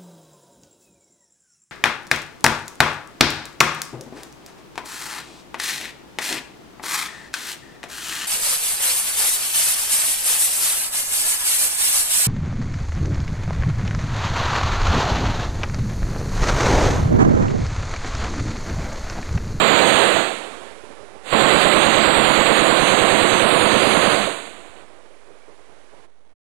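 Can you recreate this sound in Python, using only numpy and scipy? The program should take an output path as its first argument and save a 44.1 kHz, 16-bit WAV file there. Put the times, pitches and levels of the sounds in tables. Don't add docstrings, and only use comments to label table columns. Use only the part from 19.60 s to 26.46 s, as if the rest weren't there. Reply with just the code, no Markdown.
import sys
import numpy as np
from scipy import signal
from scipy.fft import rfft, irfft
from scipy.io import wavfile
from scipy.ndimage import uniform_filter1d, minimum_filter1d

SR = 44100
rng = np.random.default_rng(int(sys.argv[2]) if len(sys.argv) > 2 else 0)


def wav_record(signal):
    frames = np.transpose(np.atleast_2d(signal))
    bounded = np.clip(frames, -1, 1)
    quanta = np.round(bounded * 32767).astype(np.int16)
    wavfile.write(sys.argv[1], SR, quanta)


N = 302658
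TIME = np.arange(N) / SR
HZ = np.fft.rfftfreq(2 * N, 1 / SR)
DROP_S, STOP_S = 6.45, 6.72

# t/s, extra level of the low thud/dB
SHOTS = [(-0.214, 0), (-0.104, 0), (0.0044, 6), (0.1144, 0), (0.2209, 3), (0.3385, 0), (1.7254, -4),
         (1.8341, 0), (1.9414, 1), (2.0466, 0), (2.1517, 2), (2.2609, 0), (2.3656, -3), (2.4721, 1),
         (2.5754, 6), (2.6803, -1), (2.7871, 5), (2.8934, -3), (2.9987, 2), (3.1019, -2), (3.2088, 5),
         (3.3137, -8), (3.4171, 6), (3.5219, 5), (3.6249, 5), (3.7274, 3), (3.8308, 0), (3.9326, -5),
         (4.0376, 4), (4.14, 4), (4.2456, 0), (4.3479, -4), (4.4512, -3)]
# f/Hz, level/dB
GUNFIRE_SPECTRUM = [(25, -17), (72, -19.5), (120, -10.5), (210, -4), (400, -4), (560, -3), (850, -6),
                    (1150, -6.5), (1500, -7.5), (2600, -8.5), (4000, -11.5), (4600, -17.5), (5100, -40.5),
                    (11000, -40.5), (11700, -30), (12400, -50.5), (14300, -49.5), (15200, -41.5)]
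# early fade/(dB/s), added later fade/(dB/s), van/dB, bank/dB, woods/dB, woods fade/(dB/s)
MID_ECHO = (-0.5, 110, -0.5, 2, -14, 33)


def amp(db):
    return 10 ** (np.asarray(db) / 20)


def unit(x):
    return x / np.sqrt(np.mean(x ** 2) + 1e-20)


def read(points, hz):
    f, value = np.transpose(points)
    return np.interp(np.log(hz + 1), np.log(f + 1), value)


def colour(x, gain):
    return irfft(rfft(x, 2 * N) * gain)[:N]


def below(edge_hz, order=4):
    return 1 / np.sqrt(1 + (HZ / edge_hz) ** (2 * order))


def ramp(start_s, length_s):
    return np.clip((TIME - start_s) / length_s, 0, 1)


def play(times, sizes, sound):
    train = np.zeros(N + SR)
    np.add.at(train, np.round((times + 1) * SR).astype(int), sizes)
    return signal.fftconvolve(train, sound)[SR:SR + N]


def bursts(first_shot_db=1.6):
    # start/s, level/dB, drift/(dB/s), echo hold/s
    burst_rows = [(-0.4, -1.36, 2, 0.26), (1.6, -0.93, -0.94, 0.19)]
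    ends = [row[0] for row in burst_rows[1:]] + [np.inf]
    for (start, db, drift, hold_s), end in zip(burst_rows, ends):
        times = np.array([s for s, _ in SHOTS if start <= s < end])
        yield times, db + drift * (times - times[0]) + first_shot_db * (times == times[0]), hold_s


def blasts(push_db=-16, push_s=0.0011, thud_db=-17, thud_s=0.0042, low_cut_hz=35, top_hz=3000):
    # delay/s, relative level/dB, f/Hz, decay/s
    barks = [(0.0001, -15, 1140, 0.0018), (.0012, -11.5, 496, 0.003), (0.0225, -6.5, 1020, 0.0012),
             (.0232, -8.5, 264, 0.002), (.0285, -18, 627, .0015), (.0362, -12.5, 584, 0.001),
             (.0468, -10.5, 673, 0.00081), (.0598, -9.5, 1270, 0.0012), (.0765, -11, 550, 0.0033),
             (.0905, -14.5, 500, 0.0027), (.0945, -9.5, 270, 0.0016), (.223, -13.5, 519, 0.0019)]
    t = TIME[:SR // 3]
    bang = amp(push_db) * (1 - t / push_s) * np.exp(-t / push_s)
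    for delay, db, hz, decay in barks:
        age = np.maximum(t - delay, 0)
        bang += amp(db) * age / decay * np.exp(1 - age / decay) * np.sin(2 * np.pi * hz * age)
    bangs = sum(play(times, amp(shot_db), bang) for times, shot_db, _ in bursts())
    starts, extra_db = np.transpose(SHOTS)
    thuds = play(starts, amp(thud_db + extra_db), (1 - t / thud_s) * np.exp(-t / thud_s))
    thuds = colour(thuds, below(edge_hz=115, order=2))
    low_cut = np.sqrt(1 - below(low_cut_hz, order=2) ** 2)
    return colour(thuds + bangs, low_cut * below(top_hz, order=2))


def echo_shape(band, hold_s):
    early_fade, later_fade, van_db, bank_db, woods_db, woods_fade = band
    t = TIME[:int(1.6 * SR)]
    after_hold = np.maximum(t - hold_s, 0)
    power = amp(-early_fade * t - later_fade * after_hold) ** 2
    power += amp(woods_db - woods_fade * after_hold) ** 2
    van, bank, woods = (0.019, 0.011, van_db), (0.083, 0.015, bank_db), (0.73, 0.04, woods_db - 10.5)
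    for delay_s, width_s, db in (van, bank, woods):
        power += amp(db) ** 2 * np.exp(-((t - delay_s) / width_s) ** 2)
    return np.sqrt(power)


def piled_up(band, follow=1):
    power = sum(play(times, amp(follow * db) ** 2, echo_shape(band, hold_s) ** 2)
                for times, db, hold_s in bursts())
    return np.sqrt(np.maximum(power, 0))


def even_out(x, width_hz=16):
    spectrum = rfft(x, 2 * len(x))
    power = uniform_filter1d(abs(spectrum) ** 2, max(1, round(width_hz * 2 * len(x) / SR)))
    return unit(irfft(spectrum / np.sqrt(power))[:len(x)])


def ground_echoes(boom_hz=200, drift_share=0.42, drift_shots=5):
    boom_echo = (76.5, 52, 2, -29, -47, 27)
    boom, middle = 0, 0
    for times, shot_db, hold_s in bursts():
        steps = np.arange(len(times)) / drift_shots
        crossfades = [np.sqrt(drift_share) * np.cos(np.pi / 2 * np.clip(steps - k, -1, 1))
                      for k in range(int(steps[-1]) + 2)]
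        boom_shape, mid_shape = echo_shape(boom_echo, hold_s), echo_shape(MID_ECHO, hold_s)
        for weight in [np.sqrt(1 - drift_share)] + crossfades:
            paths = rng.choice([-1, 1], len(mid_shape))
            sizes = weight * amp(shot_db) * np.linalg.norm(mid_shape)
            boom += play(times, sizes, even_out(paths * boom_shape))
            middle += play(times, sizes, even_out(paths * mid_shape))
    low = below(boom_hz) ** 2
    return unit(colour(boom, low) + colour(middle, 1 - low))


def roar(db=-14.0, treble_db=-2.0, rattle_db=0.14, rattle_s=0.0048, treble_hz=1500):
    # f/Hz, width/Hz, boost/dB
    resonances = [(213.2, 12, 6.5), (261, 35, -7), (310, 50, 1.5), (440, 96, 0.5), (500, 35, 3),
                  (675, 36, 4), (764, 6.6, 5.5), (1080, 59, 1.5), (1520, 28, 1)]
    # f/Hz, share/(0 to 1)
    repeating = [(45, 0.9), (120, 0.65), (220, 0.78), (550, 0.82), (1100, 0.58), (2000, 0.3), (4000, 0.11)]
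    treble_echo = (0, 71, -15.5, 4, -17, 34)
    clumps = unit(colour(rng.standard_normal(N), below(0.5 / rattle_s, order=2)))
    noise = rng.standard_normal(N) * amp(rattle_db * clumps)
    low = below(treble_hz) ** 2
    scrambled = colour(unit(noise * piled_up(MID_ECHO)), low)
    scrambled += amp(treble_db) * colour(unit(noise * piled_up(treble_echo)), 1 - low)
    ring_db = sum(boost / (1 + (2 * (HZ - hz) / width) ** 2) for hz, width, boost in resonances)
    gain = amp(read(GUNFIRE_SPECTRUM, HZ) + ring_db)
    share = np.clip(read(repeating, HZ), 0, 1)
    repeated = colour(ground_echoes(), gain * np.sqrt(share))
    return amp(db) * unit(repeated + colour(scrambled, gain * np.sqrt(1 - share)))


def thin_tones(count=760, spread_db=4, edge_margin_db=18, widening=0.65):
    # f/Hz, weight/dB
    band = [(4450, -9), (4800, -5), (5100, -45), (5950, -45), (6200, -16), (6650, -3), (7200, 0),
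            (8400, -.5), (9100, -6), (9800, -16), (10600, -22)]
    pitches = np.linspace(band[0][0], band[-1][0], 500)
    focus = 1 - widening * ramp(start_s=2.7, length_s=1.4)
    t, tones = TIME[:SR // 4], np.zeros(2 * N)
    for k, (pick, when, size) in enumerate(rng.random((count, 3))):
        start = int((k + when) / count * N)
        odds = np.cumsum(amp(read(band, pitches) * focus[start]) ** 2)
        hz = np.interp(pick, odds / odds[-1], pitches)
        edge_db = min(0, read(band, hz) + edge_margin_db)
        envelope = amp(spread_db * size + edge_db) * np.hanning(len(t))
        tones[start:start + len(t)] += envelope * np.sin(2 * np.pi * hz * t)
    return unit(tones[len(t):][:N])


def shimmer(db=-28.9, rush_db=-4, faint_db=-7, late_share=0.4):
    # f/Hz, level/dB
    hiss_spectrum = [(5000, -60), (5900, -25), (6400, -3), (7300, 0), (8800, -1), (9600, -6), (10500, -9),
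                     (11000, -35), (12000, -60)]
    top_echo = (4.5, 58.5, -17.5, 2, -15.5, 32.5)
    tones = thin_tones()
    hiss = unit(colour(rng.standard_normal(N), amp(read(hiss_spectrum, HZ))))
    loudness = piled_up(top_echo, follow=0.55) + amp(rush_db) * swell()
    loudness = unit(uniform_filter1d(loudness, size=2000))
    faintness = 1 / (1 + (loudness / amp(faint_db)) ** 8)
    hiss_share = np.clip(late_share * ramp(start_s=3.85, length_s=0.5) + faintness, 0, 1)
    return amp(db) * loudness * (np.sqrt(1 - hiss_share) * tones + np.sqrt(hiss_share) * hiss)


def outdoor_noise(steady_db=-46, wash_db=-28, fade_db_per_s=9, flutter_db=-3.5, drop_db=-12, fall_s=0.021):
    # f/Hz, level/dB
    spectrum = [(25, -7.5), (33, -20.5), (70, -16.5), (104, -13.5), (190, -12.5), (283, -4.5), (380, 0),
                (580, -1), (720, -4.5), (1050, -7), (1300, -9.5), (2300, -13.5), (2600, -16), (5500, -24),
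                (10500, -25.5), (11500, -42.5), (15800, -61)]
    flutter = unit(uniform_filter1d(uniform_filter1d(rng.standard_normal(N), size=1300), size=700))
    noise = colour(rng.standard_normal(N), amp(read(spectrum, HZ)))
    murmur = colour(noise, below(edge_hz=1200))
    hiss = noise - murmur
    loudness = np.hypot(amp(steady_db), amp(wash_db - fade_db_per_s * TIME))
    ending = amp(drop_db * ramp(DROP_S, fall_s)) * (1 - ramp(STOP_S, fall_s))
    return loudness * ending * unit(murmur * amp(flutter_db * np.tanh(flutter)) + hiss)


def closing_hits():
    # t/s, level/dB, f/Hz, half length/s
    hits = [(.555, -34, 75, .025), (.567, -13.5, 662, .009), (.606, -24, 215, .009),
            (4.606, -21, 205, .012), (4.645, -39, 70, .04), (4.657, -27, 185, .009),
            (4.677, -21, 640, .009)]
    out = np.zeros(N)
    for s, db, hz, width in hits:
        out += amp(db) * np.exp(-((TIME - s) / width) ** 2) * np.cos(2 * np.pi * hz * (TIME - s))
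    return out


def bumps(rise_s=0.00062, pitch_blur=0.25):
    # t/s, level/dB, f/Hz, decay/s
    knocks = [(1.236, -28, 486, 0.0097), (1.304, -33, 440, 0.013), (1.411, -37, 95.5, .004),
              (1.429, -29, 400, 0.013), (5.096, -34, 91, .004), (5.301, -36, 496, 0.0097),
              (5.505, -37, 483, 0.012), (5.702, -38, 370, 0.013), (5.882, -40, 383, .012)]
    out, t = np.zeros(N), TIME[:SR // 8]
    for s, db, hz, decay in knocks:
        start = round(s * SR)
        wobble = unit(uniform_filter1d(rng.standard_normal(len(t)), size=90))
        cycles = np.cumsum(hz * (1 + pitch_blur * wobble)) / SR
        envelope = amp(db) * (1 - np.exp(-t / rise_s)) * np.exp(-t / decay)
        out[start:start + len(t)] += envelope * np.sin(2 * np.pi * cycles)
    return out


def swell(start_s=1.62, peak_s=1.722, rise_db_per_s=176, attack_s=0.054, release_s=0.013):
    growth = amp(-rise_db_per_s * np.maximum(peak_s - TIME, 0))
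    return growth * ramp(start_s, attack_s) * (1 - ramp(peak_s, release_s))


def rush(peak_db=-22, low_cut_hz=250):
    gain = amp(read(GUNFIRE_SPECTRUM, HZ)) * HZ / (HZ + low_cut_hz)
    return amp(peak_db) * swell() * unit(colour(rng.standard_normal(N), gain))


def clink(start_s=5.82, db=-47, hz=2300, decay_s=0.016):
    t = np.maximum(TIME - start_s, 0)
    return amp(db) * np.sin(2 * np.pi * hz * t) * np.exp(-t / decay_s)


def sputter(db=-50, per_s=170, width_s=0.0004, top_hz=9000):
    during = (TIME > DROP_S) & (TIME < STOP_S)
    ticks = (rng.random(N) < per_s / SR) * during
    blips = np.convolve(ticks, np.ones(round(width_s * SR)), "same")
    return amp(db) * colour(blips, below(top_hz))


def scene():
    gunfire = blasts() + roar() + shimmer() + closing_hits()
    mono = gunfire + rush() + outdoor_noise() + bumps() + clink() + sputter()
    return np.array([mono, mono])


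def record(dry, ceiling=0.75, offset=-0.0084, offset_fall_s=0.021, top_hz=15800):
    allowed_gain = np.minimum(1, ceiling / (abs(dry[1]) + 1e-9))
    gain = uniform_filter1d(minimum_filter1d(allowed_gain, size=121), size=61)
    shift = offset * (1 - ramp(STOP_S, offset_fall_s))
    treble_cut = signal.firwin(511, top_hz, window=("kaiser", 9), fs=SR)
    right = signal.oaconvolve(dry[1] * gain + shift, treble_cut, "same")
    return np.array([np.zeros(N), right])


dry = scene()
out = record(dry)
wav_record(out)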